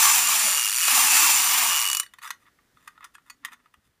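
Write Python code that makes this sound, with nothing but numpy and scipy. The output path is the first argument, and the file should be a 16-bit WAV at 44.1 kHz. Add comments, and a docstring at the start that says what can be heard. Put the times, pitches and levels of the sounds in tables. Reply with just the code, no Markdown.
"""Tin friction toy gun

The toy is fired twice, close by in a small, soft room. Each squeeze drives rattling gears
that spin up a flywheel. Its axle squeals, and the wheel scrapes a flint once a turn, rings,
and coasts down to separate ticks. Then the trigger slides back and the tin shell clicks
as it is turned in the hand."""
import sys
import numpy as np
from scipy import signal
from scipy.fft import rfft, irfft
from scipy.io import wavfile
from scipy.ndimage import uniform_filter1d

SR = 44100
rng = np.random.default_rng(int(sys.argv[2]) if len(sys.argv) > 2 else 0)


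def output_pcm(signal):
    """Save a mono or channel-first signal as 16-bit PCM at the path in sys.argv[1].

    Samples are clipped to [-1, 1] before scaling.
    """
    pcm = np.clip(np.atleast_2d(signal).T, -1, 1) * 32767
    wavfile.write(sys.argv[1], SR, np.round(pcm).astype(np.int16))


N = 176400
T = np.arange(N) / SR

# How fast the gear teeth meet. Each row: time in seconds, teeth per second.
TOOTH_RATE = [(0, 289.5), (.14, 289.3), (.2, 233.3), (.4, 224.5), (.5, 208.2), (.6, 168.2), (.8, 109.9),
              (.92, 269.4), (.98, 264), (1.02, 252), (1.06, 270.1), (1.15, 274.9), (1.25, 330),
              (1.42, 238.5), (1.5, 241.7), (1.56, 274), (1.7, 211.8), (1.84, 152.8)]
# The tones of the tin shell. Each row: pitch in Hz, width in Hz, level in dB.
SHELL_TONES = [(1190, 98, -1), (1425, 26, 6.5), (1544, 13, -6.5), (1870, 26, 11), (2430, 45, 6),
               (3140, 62, 11), (3540, 39, -4), (4400, 61, 4), (5460, 51, 0), (6400, 150, 3.5),
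               (6380, 130, 1), (7950, 58, 1.5)]


def flywheel():
    """Once a turn the wheel rubs the flint, which makes a rasp and jolts the wheel's own ring."""
    # How fast the wheel spins. Each row: time in seconds, turns per second.
    wheel_speed = [(0, 600), (.13, 561), (.2, 471), (.4, 281), (.55, 156), (.64, 105), (.71, 97),
                   (.79, 140), (.85, 210), (.9, 302), (.96, 519), (1.27, 628), (1.55, 315), (1.7, 190),
                   (1.8, 124), (1.92, 63), (1.97, 43), (2.0, 25), (2.04, 15)]
    speed = in_time(wheel_speed)
    turns = np.cumsum(speed) / SR
    turn, part_of_turn = turns.astype(int), turns % 1
    strength, kick = rng.standard_normal((2, turn[-1] + 1))
    pressure = flint_pressure(speed, turn, part_of_turn, strength)
    return flint_rasp(pressure, speed) + wheel_ring(part_of_turn, kick[turn])


def flint_pressure(speed, turn, part_of_turn, strength):
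    """The flint presses hard early in each turn. A faster wheel rubs for more of it and chatters more."""
    pace = speed / 100  # 1 at 100 turns per second
    rise_share, rub_share, drag_share = 0.05, 0.24 * pace, 0.37  # shares of one turn
    rub = np.minimum(part_of_turn / rise_share, 1) * np.exp(-(part_of_turn / rub_share) ** 2)
    light_drag = from_db(-20) * (part_of_turn < drag_share)
    chatter = from_db(-12) * np.minimum(pace, 2) ** 1.4
    pressure = (rub + light_drag) * from_db(1.2 * strength)[turn] + chatter
    # Even out the power over five turns, so longer rubs are not louder.
    turn_power = np.bincount(turn, pressure ** 2) / np.bincount(turn)
    return pressure / np.sqrt(uniform_filter1d(turn_power, size=5))[turn]


def flint_rasp(pressure, speed):
    """Grit on the wheel strikes the flint in tiny blows that shake the frame."""
    # How loud the rasp is. Each row: time in seconds, level in dB.
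    rasp_level = [(0, -18), (.1, -20.5), (.2, -22), (.45, -21), (.6, -23), (.73, -23.5), (.86, -20),
                  (1.0, -20), (1.2, -18.5), (1.42, -22), (1.57, -24.5), (1.8, -23.5), (1.92, -25.5),
                  (2.005, -25), (2.02, -40), (2.045, -48.5)]
    # The rasp's tone colour. Each row: frequency in Hz, level in dB.
    rasp_colour = [(40, -67), (300, -45.5), (650, -20), (1100, -3.5), (2700, 2), (3700, -4), (6000, 1.5),
                   (9700, -4), (10500, -8), (11600, 0.5), (13500, -6.5), (15000, -4.5)]
    # The tones of the flint holder and frame. Each row: pitch in Hz, width in Hz, level in dB.
    frame_tones = [(1317, 120, -12), (2123, 81, 4), (4590, 65, -2.5), (5230, 73, 0.5), (5870, 89, -2),
                   (6360, 140, -8.5), (7116, 300, 3), (8670, 140, 3.5), (9136, 220, 6), (10060, 250, 4),
                   (10730, 120, -2), (11900, 160, -2.5), (14200, 250, -2.5)]
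    # Thin edges that sing near top speed. Each row: pitch in Hz, width in Hz, level in dB.
    edge_tones = [(5170, 72, 2), (5595, 82, 2), (6250, 80, 6.5), (6630, 110, 4), (7160, 150, 1.5),
                  (7780, 100, 7.5), (8810, 80, 2.5)]
    force = grains(per_s=14000, spread_db=1.5) * pressure * running(rasp_level)
    frame = from_db(2) * wandering_tones(force, frame_tones, spread_db=1.5)
    racing = 1 / (1 + (480 / speed) ** 3.8)  # one half at 480 turns per second
    edges = from_db(5) * wandering_tones(force * racing, edge_tones, spread_db=1.5)
    return coloured(force, rasp_colour) + frame + edges


def wheel_ring(part_of_turn, kick):
    """Each rub jolts the ringing wheel, and the ring sags until the next rub."""
    # The wheel's own note. Each row: time in seconds, pitch in Hz, level in dB.
    wheel_note = [(0, 2850, -47), (.22, 2830, -49.5), (.25, 2775, -33.5), (.31, 2878, -39.5),
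                  (.36, 2864, -44), (.5, 2830, -39), (.55, 2850, -40.5), (.59, 2850, -34),
                  (.685, 2830, -35.5), (.715, 2873, -50), (.8, 2900, -45), (.83, 2876, -34),
                  (.95, 2860, -40.5), (1.12, 2850, -38.5), (1.17, 2870, -52), (1.35, 2870, -48.5),
                  (1.395, 2880, -36), (1.46, 2910, -38), (1.6, 2890, -45.5), (1.68, 2866, -32.5),
                  (1.88, 2903, -35.5), (2.005, 2950, -37.5), (2.045, 2953, -54), (2.06, 2910, -74),
                  (2.13, 2910, -76)]
    jolts = uniform_filter1d(0.39 * kick, size=30)
    sag = uniform_filter1d(from_db(9 * (0.86 - part_of_turn)), size=40)
    return sag * singing(wheel_note, waver_rad=0.65, flutter_db=2, jolts_rad=jolts)


def gears():
    """Loose stamped teeth clatter in their case, louder under load, and hum as they meet."""
    # The load on the gears, heard as loudness. Each row: time in seconds, level in dB.
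    gear_load = [(0, -16), (.06, -15.5), (.11, -18.5), (.15, -19), (.25, -27), (.33, -20), (.5, -28.5),
                 (.65, -34), (.84, -60), (.89, -21.5), (.97, -16.5), (1.1, -21), (1.25, -17.5),
                 (1.35, -22.5), (1.45, -22.5), (1.57, -19.5), (1.75, -25.5), (1.9, -30), (2.03, -75)]
    # The rattle's tone colour. Each row: frequency in Hz, level in dB.
    rattle_colour = [(30, -49), (150, -30), (450, -17.5), (660, -16.5), (800, 3.5), (1300, -2),
                     (1550, -1.5), (3200, 1), (4400, -5), (6400, -2), (9500, -1), (10400, -5), (12000, 1),
                     (13700, -6), (15000, 2)]
    # The tones of the gear case. Each row: pitch in Hz, width in Hz, level in dB.
    case_tones = [(866, 83, -3.5), (1017, 59, 1), (2100, 80, -0.5), (3300, 50, 1.5), (3616, 39, 0.5),
                  (5780, 130, 2), (6050, 93, 2), (6620, 82, 0.5), (7270, 180, -0.5), (8150, 170, 2),
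                  (9100, 100, 0)]
    # Thin tin tabs that ring as the gears run. Each row: pitch in Hz, width in Hz, level in dB.
    tab_tones = [(5250, 45, 8), (5400, 70, 4)]
    load = running(gear_load)
    wavering_rate = in_time(TOOTH_RATE) * (1 + 0.055 * drift(150))
    tooth_phase = 2 * np.pi * np.cumsum(wavering_rate) / SR
    loose_knocks = grains(per_s=4500, spread_db=-1.5)
    wobble_db = np.cos(tooth_phase) + 2 * drift(70)
    clatter = rms_one(loose_knocks * from_db(wobble_db))
    knocks = load * (from_db(-1) * clatter + from_db(-11.5) * tooth_taps())
    case = from_db(-0.5) * wandering_tones(knocks, case_tones, spread_db=2)
    rattle = coloured(knocks, rattle_colour) + case + resonate(knocks, tab_tones)
    return rattle + gear_hum(tooth_phase) + from_db(-12.5) * load * pings()


def tooth_taps():
    """Each tooth gives one uneven tap, smeared by the case."""
    teeth_passed = np.floor(np.cumsum(in_time(TOOTH_RATE)) / SR)
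    taps = np.diff(teeth_passed, prepend=0) * from_db(4.5 * rng.standard_normal(N))
    return rms_one(ring_on(taps, fade_s=0.0041))


def gear_hum(tooth_phase):
    """The teeth meet so quickly that they make a fluttering note."""
    # The parts of the note. Each row: multiple of the tooth rate, level in dB.
    harmonics = [(1, 1.5), (2, -3.5), (3, 11.5)]
    # How loud the hum is. Each row: time in seconds, level in dB.
    hum_level = [(0, -51), (.06, -60.5), (.14, -50), (.25, -60), (.45, -55.5), (.57, -63), (.66, -92),
                 (.88, -84), (.93, -46), (1.02, -52.5), (1.12, -47), (1.3, -49.5), (1.42, -59.5),
                 (1.56, -53), (1.77, -65.5), (1.86, -87)]
    hum = sum(from_db(db + 3.5 * drift(60)) * np.sin(multiple * tooth_phase)
              for multiple, db in harmonics)
    return hum * running(hum_level)


def pings(count=48, low_hz=851.3, high_hz=6500, width_hz=32):
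    """Loose tabs and washers, struck at random, each ring briefly at their own pitch."""
    pitches = np.geomspace(low_hz, high_hz, count) * rng.uniform(0.98, 1.03, count)
    hits = grains(per_s=500, spread_db=2)
    struck_part = rng.integers(0, count, N)
    return rms_one(sum(resonate(hits * (struck_part == k), [(hz, width_hz, 0)])
                       for k, hz in enumerate(pitches)))


def axle():
    """The dry axle squeals at a sliding pitch while the trigger drives it."""
    # The squeal. Each row: time in seconds, pitch in Hz, level in dB.
    squeal = [(.08, 2740, -50), (.12, 2670, -33), (.18, 2530, -34), (.23, 2500, -55), (.74, 2640, -62),
              (.79, 2590, -40), (.87, 2500, -35), (.93, 2620, -33), (1.0, 2760, -35), (1.07, 2700, -32),
              (1.13, 2590, -29), (1.17, 2640, -30), (1.22, 2650, -28.5), (1.27, 2730, -30.5),
              (1.35, 2610, -33.5), (1.41, 2560, -52)]
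    return singing(squeal, waver_rad=0.7, flutter_db=2.5)


def barrel():
    """Rattling knocks set the hollow barrel ringing."""
    # The barrel's tones. Each row: pitch in Hz, width in Hz, level in dB.
    barrel_tones = [(1132, 74, -0.5), (1210, 36, -3.5)]
    # How loud the barrel is. Each row: time in seconds, level in dB.
    barrel_level = [(0, -42.5), (.04, -28.5), (.07, -23.5), (.105, -25), (.15, -45), (.25, -39),
                    (.31, -32.5), (.38, -42), (.5, -39), (.7, -59.5), (.84, -51.5), (.9, -37.5),
                    (1.0, -31.5), (1.12, -42), (1.24, -28.5), (1.32, -39.5), (1.46, -33.5), (1.56, -42.5),
                    (1.68, -33), (1.85, -39), (2.0, -48), (2.04, -52)]
    ring = resonate(grains(per_s=4500, spread_db=-1.5), barrel_tones)
    steady_ring = ring / np.sqrt(uniform_filter1d(ring ** 2, size=2000) + 1e-12)
    return running(barrel_level) * steady_ring


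def gear_catches():
    """The trigger catches the gears with a dull knock at each squeeze."""
    # The knocks. Each row: start in seconds, level in dB.
    catches = [(.002, -3), (.882, 5.5)]
    # Their tone colour. Each row: frequency in Hz, level in dB.
    catch_colour = [(60, -23.5), (250, -9), (600, -2), (1000, 6.5), (3500, 1.5), (6000, -5), (15000, -10.5)]
    blows = np.zeros(N)
    for start_s, db in catches:
        blows[int(start_s * SR)] = from_db(db)
    return coloured(blows + ring_on(blows, fade_s=0.02), catch_colour)


def handling():
    """Clicks and slides shake the tin shell, and loose parts inside rattle on briefly."""
    # The shell's tone colour. Each row: frequency in Hz, level in dB.
    shell_colour = [(100, -50), (720, -22), (1100, 2.5), (2000, 3), (2800, -4.5), (3500, -2), (5000, -7.5),
                    (10000, -6.5), (15000, -15)]
    # The tones of the loose parts. 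Each row: pitch in Hz, width in Hz, level in dB.
    loose_tones = [(1210, 130, -2), (1450, 160, -4)]
    grit, slips = grains(per_s=7000, spread_db=6.7), grains(per_s=1800, spread_db=3.3)
    click_force, click_rings = clicks(grit)
    slide_force = slides(slips)
    slide_rings = from_db(-13) * resonate(slide_force, SHELL_TONES)
    force = click_force + slide_force
    after_rattle = resonate(ring_on(force, fade_s=0.2), loose_tones)
    shaking = force + from_db(1.5) * ring_on(force, fade_s=0.017)
    return coloured(shaking, shell_colour) + click_rings + slide_rings + after_rattle


def clicks(grit, rise_s=0.00034, panel_width_hz=56):
    """Short gritty contacts ring the touched panel and the shell. Gives the force and the ringing."""
    # Clicks of the trigger and loose tin parts. Each row: start in seconds, level in dB,
    # treble in dB, contact time in seconds, the panel's main and second pitch in Hz.
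    contacts = [(2.031, -20.5, 7.5, 0.0019, 2850, 11630), (2.063, -30.5, 7, .004, 1600, 4440),
                (2.1366, -13.5, -7, 0.0015, 3400, 1215), (2.185, -13.5, -9.5, .004, 1980, 4440),
                (2.218, -22, -4, 0.0018, 1190, 3940), (2.226, -21.5, 4, 0.0041, 1340, 4480),
                (2.252, -16, -1, .002, 1240, 3830), (2.274, -16.5, 3.5, 0.0035, 1580, 5670),
                (2.305, -3.5, -0.5, 0.0022, 1140, 4200), (2.31, -13.5, 2, 0.0021, 1587, 6500),
                (2.587, -29.5, -30, .0045, 1150, 2220), (2.771, -26.5, -18, 0.00096, 1243, 2095),
                (2.875, -8, -8, 0.0047, 1550, 2095), (2.977, -20, -21, .0037, 1290, 2000),
                (3.006, -20, -15, .0047, 1220, 2160), (3.042, -16, 1, 0.0063, 1350, 10100),
                (3.151, -16.5, -6, 0.0018, 1685, 8500), (3.18, -21.5, -17, 0.0055, 1310, 1920),
                (3.299, -15, 0.5, 0.0037, 4506, 6780), (3.4487, -5.5, 1, 0.0042, 1880, 3140),
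                (3.484, -19.5, -21, .0023, 1210, 2470), (3.529, -21, -2, 0.0063, 1320, 6500),
                (3.658, -27.5, -17.5, 0.0045, 1273, 2520), (3.739, -20.5, -10, .0027, 1946, 3240)]
    force, rings = np.zeros((2, N))
    age = T[:SR // 10]
    for start_s, db, treble_db, contact_s, main_hz, second_hz in contacts:
        start = int(start_s * SR)
        span = slice(start, start + len(age))
        contact = grit[span] * np.exp(-age / contact_s) * np.minimum(age / rise_s, 1)
        contact = softened(contact * from_db(db) / (np.linalg.norm(contact) + 1e-9), treble_db)
        panel = [(main_hz, panel_width_hz, 16.5), (second_hz, panel_width_hz, 13)]
        # The grip changes the pitch and strength of each shell tone from click to click.
        held_shell = [(hz * (1 + 0.05 * rng.normal()), width, tone_db - 2.5 + 4 * rng.normal())
                      for hz, width, tone_db in SHELL_TONES]
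        force[span] += contact
        rings[span] += resonate(contact, panel + held_shell)
    return force, rings


def slides(slips):
    """Tin slides on tin or under the fingers in a run of tiny slips. Gives their force."""
    # Each row is one slide: middle in seconds, half its length in seconds, level in dB, treble in dB.
    strokes = [(2.26, 0.057, -33, -7), (2.424, .04, -59, -5), (2.473, 0.03, -49, -18.5),
               (2.842, 0.14, -59.5, -5), (2.966, 0.025, -56, -18), (3.038, 0.046, -43, -20),
               (3.147, 0.012, -54, 4), (3.278, 0.031, -52, -10), (3.466, 0.055, -45.5, -26),
               (3.53, 0.028, -38.5, -13), (3.602, 0.016, -53, -17), (3.661, 0.039, -61, -17),
               (3.863, .04, -68, -0.5)]
    return sum(softened(slips * swell(middle_s, half_s) + 1e-18, treble_db) * from_db(db)
               for middle_s, half_s, db, treble_db in strokes)


def hand_bumps():
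    """The hand bumps softly on the grip, making low thuds."""
    # Each row is one bump: middle in seconds, half its length in seconds, level in dB.
    bumps = [(0.06, 0.35, -59), (0.905, 0.079, -65), (1.293, 0.18, -59.5), (2.76, 0.039, -66),
             (3.783, 0.024, -61), (3.88, 0.044, -68)]
    # Their deep tone colour. Each row: frequency in Hz, level in dB.
    bump_colour = [(20, -28.5), (55, -3.5), (120, 1), (250, -8.5), (600, -44.5), (2000, -57.5)]
    level = sum(from_db(db) * swell(middle_s, half_s) for middle_s, half_s, db in bumps)
    return level * rms_one(coloured(rng.standard_normal(N), bump_colour))


def faint_hum(pitch_hz=257.3, width_hz=55):
    """A narrow band of noise is heard as a low hum that swells twice."""
    # Each row is one swell: middle in seconds, half its length in seconds, level in dB.
    swells = [(2.802, 0.74, -79.5), (3.476, 0.23, -68.5)]
    edges_hz = [pitch_hz - width_hz / 2, pitch_hz + width_hz / 2]
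    band = signal.butter(2, edges_hz, "band", fs=SR, output="sos")
    level = sum(from_db(db) * swell(middle_s, half_s) for middle_s, half_s, db in swells)
    return level * rms_one(signal.sosfilt(band, rng.standard_normal(N)))


def room_noise():
    """A quiet rush fills the room and sinks a little near the end."""
    # Its tone colour. Each row: frequency in Hz, level in dB.
    noise_colour = [(15, -38.5), (25, -3.5), (176, -6), (833, -15.5), (978, -14), (1860, -11.5),
                    (2500, -19), (3090, -18), (3830, -19.5), (8780, -23), (15000, -25.5)]
    # How its loudness moves. Each row: time in seconds, change in dB.
    level_change = [(2.4, 3.5), (2.8, 3.5), (3.4, 1), (4, -1)]
    noise = rms_one(coloured(rng.standard_normal(N), noise_colour))
    return noise * from_db(-71.5 + in_time(level_change))


def from_db(db):
    """Turn decibels into a number to multiply by."""
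    return 10 ** (np.asarray(db) / 20)


def rms_one(x):
    """Scale a signal so its average power is 1."""
    return x / np.sqrt(np.mean(x ** 2) + 1e-20)


def in_time(rows):
    """Join rows of time and value with straight lines."""
    return np.interp(T, *np.transpose(rows))


def running(rows):
    """A loudness curve from rows of time and dB, silent after the last row."""
    return from_db(in_time(rows)) * (T < rows[-1][0])


def swell(middle_s, half_s):
    """A smooth rise and fall."""
    return np.cos(np.pi / 2 * np.clip((T - middle_s) / half_s, -1, 1)) ** 2


def drift(per_s):
    """A random wander of about size 1 that heads for a new value per_s times a second."""
    return rms_one(np.interp(T * per_s, np.arange(4000), rng.standard_normal(4000)))


def grains(per_s, spread_db):
    """Tiny random impacts of uneven size."""
    sizes = from_db(spread_db * np.minimum(rng.exponential(1, N), 4))
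    signs = rng.choice([-1, 1], N)
    return rms_one(sizes * signs * (rng.random(N) < per_s / SR))


def coloured(x, points, size=4096):
    """Give a sound a tone colour, from rows of Hz and dB."""
    hz, db = np.transpose(points)
    grid_hz = np.maximum(np.arange(size // 2 + 1) * SR / size, 1)
    gains = from_db(np.interp(np.log(grid_hz), np.log(hz), db))
    # Fold the filter so that it never sounds before the blow that starts it.
    cepstrum = irfft(np.log(gains))
    cepstrum[1:size // 2] *= 2
    cepstrum[size // 2 + 1:] = 0
    return signal.fftconvolve(x, irfft(np.exp(rfft(cepstrum))))[:N]


def softened(x, treble_db, corner_hz=2640):
    """Turn the treble down or up: softer contacts carry less of it."""
    low_pass = signal.butter(1, corner_hz, fs=SR)
    dull = signal.lfilter(*low_pass, signal.lfilter(*low_pass, x))
    return from_db(treble_db) * x + (1 - from_db(treble_db)) * dull


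def resonate(x, tones, bass_cut_hz=750):
    """Let a force ring a set of tones, then cut the bass. Narrower tones ring longer."""
    ringing = 0
    for k, (hz, width_hz, db) in enumerate(tones):
        decay = np.exp(-np.pi * width_hz / SR)
        feedback = [1, -2 * decay * np.cos(2 * np.pi * hz / SR), decay ** 2]
        gain = (-1) ** k * from_db(db) * (1 - decay ** 2) / 2
        ringing = ringing + gain * signal.lfilter([1, 0, -1], feedback, x + 1e-18)
    return signal.sosfilt(signal.butter(4, bass_cut_hz, "high", fs=SR, output="sos"), ringing)


def wandering_tones(x, tones, spread_db):
    """Ring a set of tones whose strengths each wander on their own."""
    return sum((-1) ** k * resonate(x * from_db(spread_db * drift(11)), [tone])
               for k, tone in enumerate(tones))


def ring_on(x, fade_s):
    """Countless close tones or echoes blur into a noisy tail that falls 60 dB in fade_s."""
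    age = T[:SR // 2]
    tail = rng.standard_normal(len(age)) * from_db(-60 * age / fade_s)
    return signal.fftconvolve(x, tail / np.linalg.norm(tail))[:N]


def singing(rows, waver_rad, flutter_db, jolts_rad=0):
    """An unsteady metal note, from rows of time, pitch and dB."""
    pitch = in_time([(s, hz) for s, hz, db in rows])
    level = running([(s, db) for s, hz, db in rows])
    tone = np.sin(2 * np.pi * np.cumsum(pitch) / SR + jolts_rad + waver_rad * drift(70))
    return level * rms_one(tone * from_db(flutter_db * drift(90)))


def scene():
    """The toy, its short, slightly dull room echo and the background, the same in both channels."""
    toy = flywheel() + gears() + axle() + barrel() + gear_catches() + handling()
    echo = signal.lfilter(*signal.butter(1, 9100, fs=SR), ring_on(toy, fade_s=0.14))
    background = room_noise() + faint_hum() + hand_bumps()
    return np.tile(toy + from_db(-10.5) * echo + background, (2, 1))


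def record(dry):
    """Cut the highest treble steeply."""
    cutoff_hz = 15400
    return signal.sosfilt(signal.ellip(12, 0.1, 80, cutoff_hz, fs=SR, output="sos"), dry)


dry = scene()
out = record(dry)
output_pcm(out)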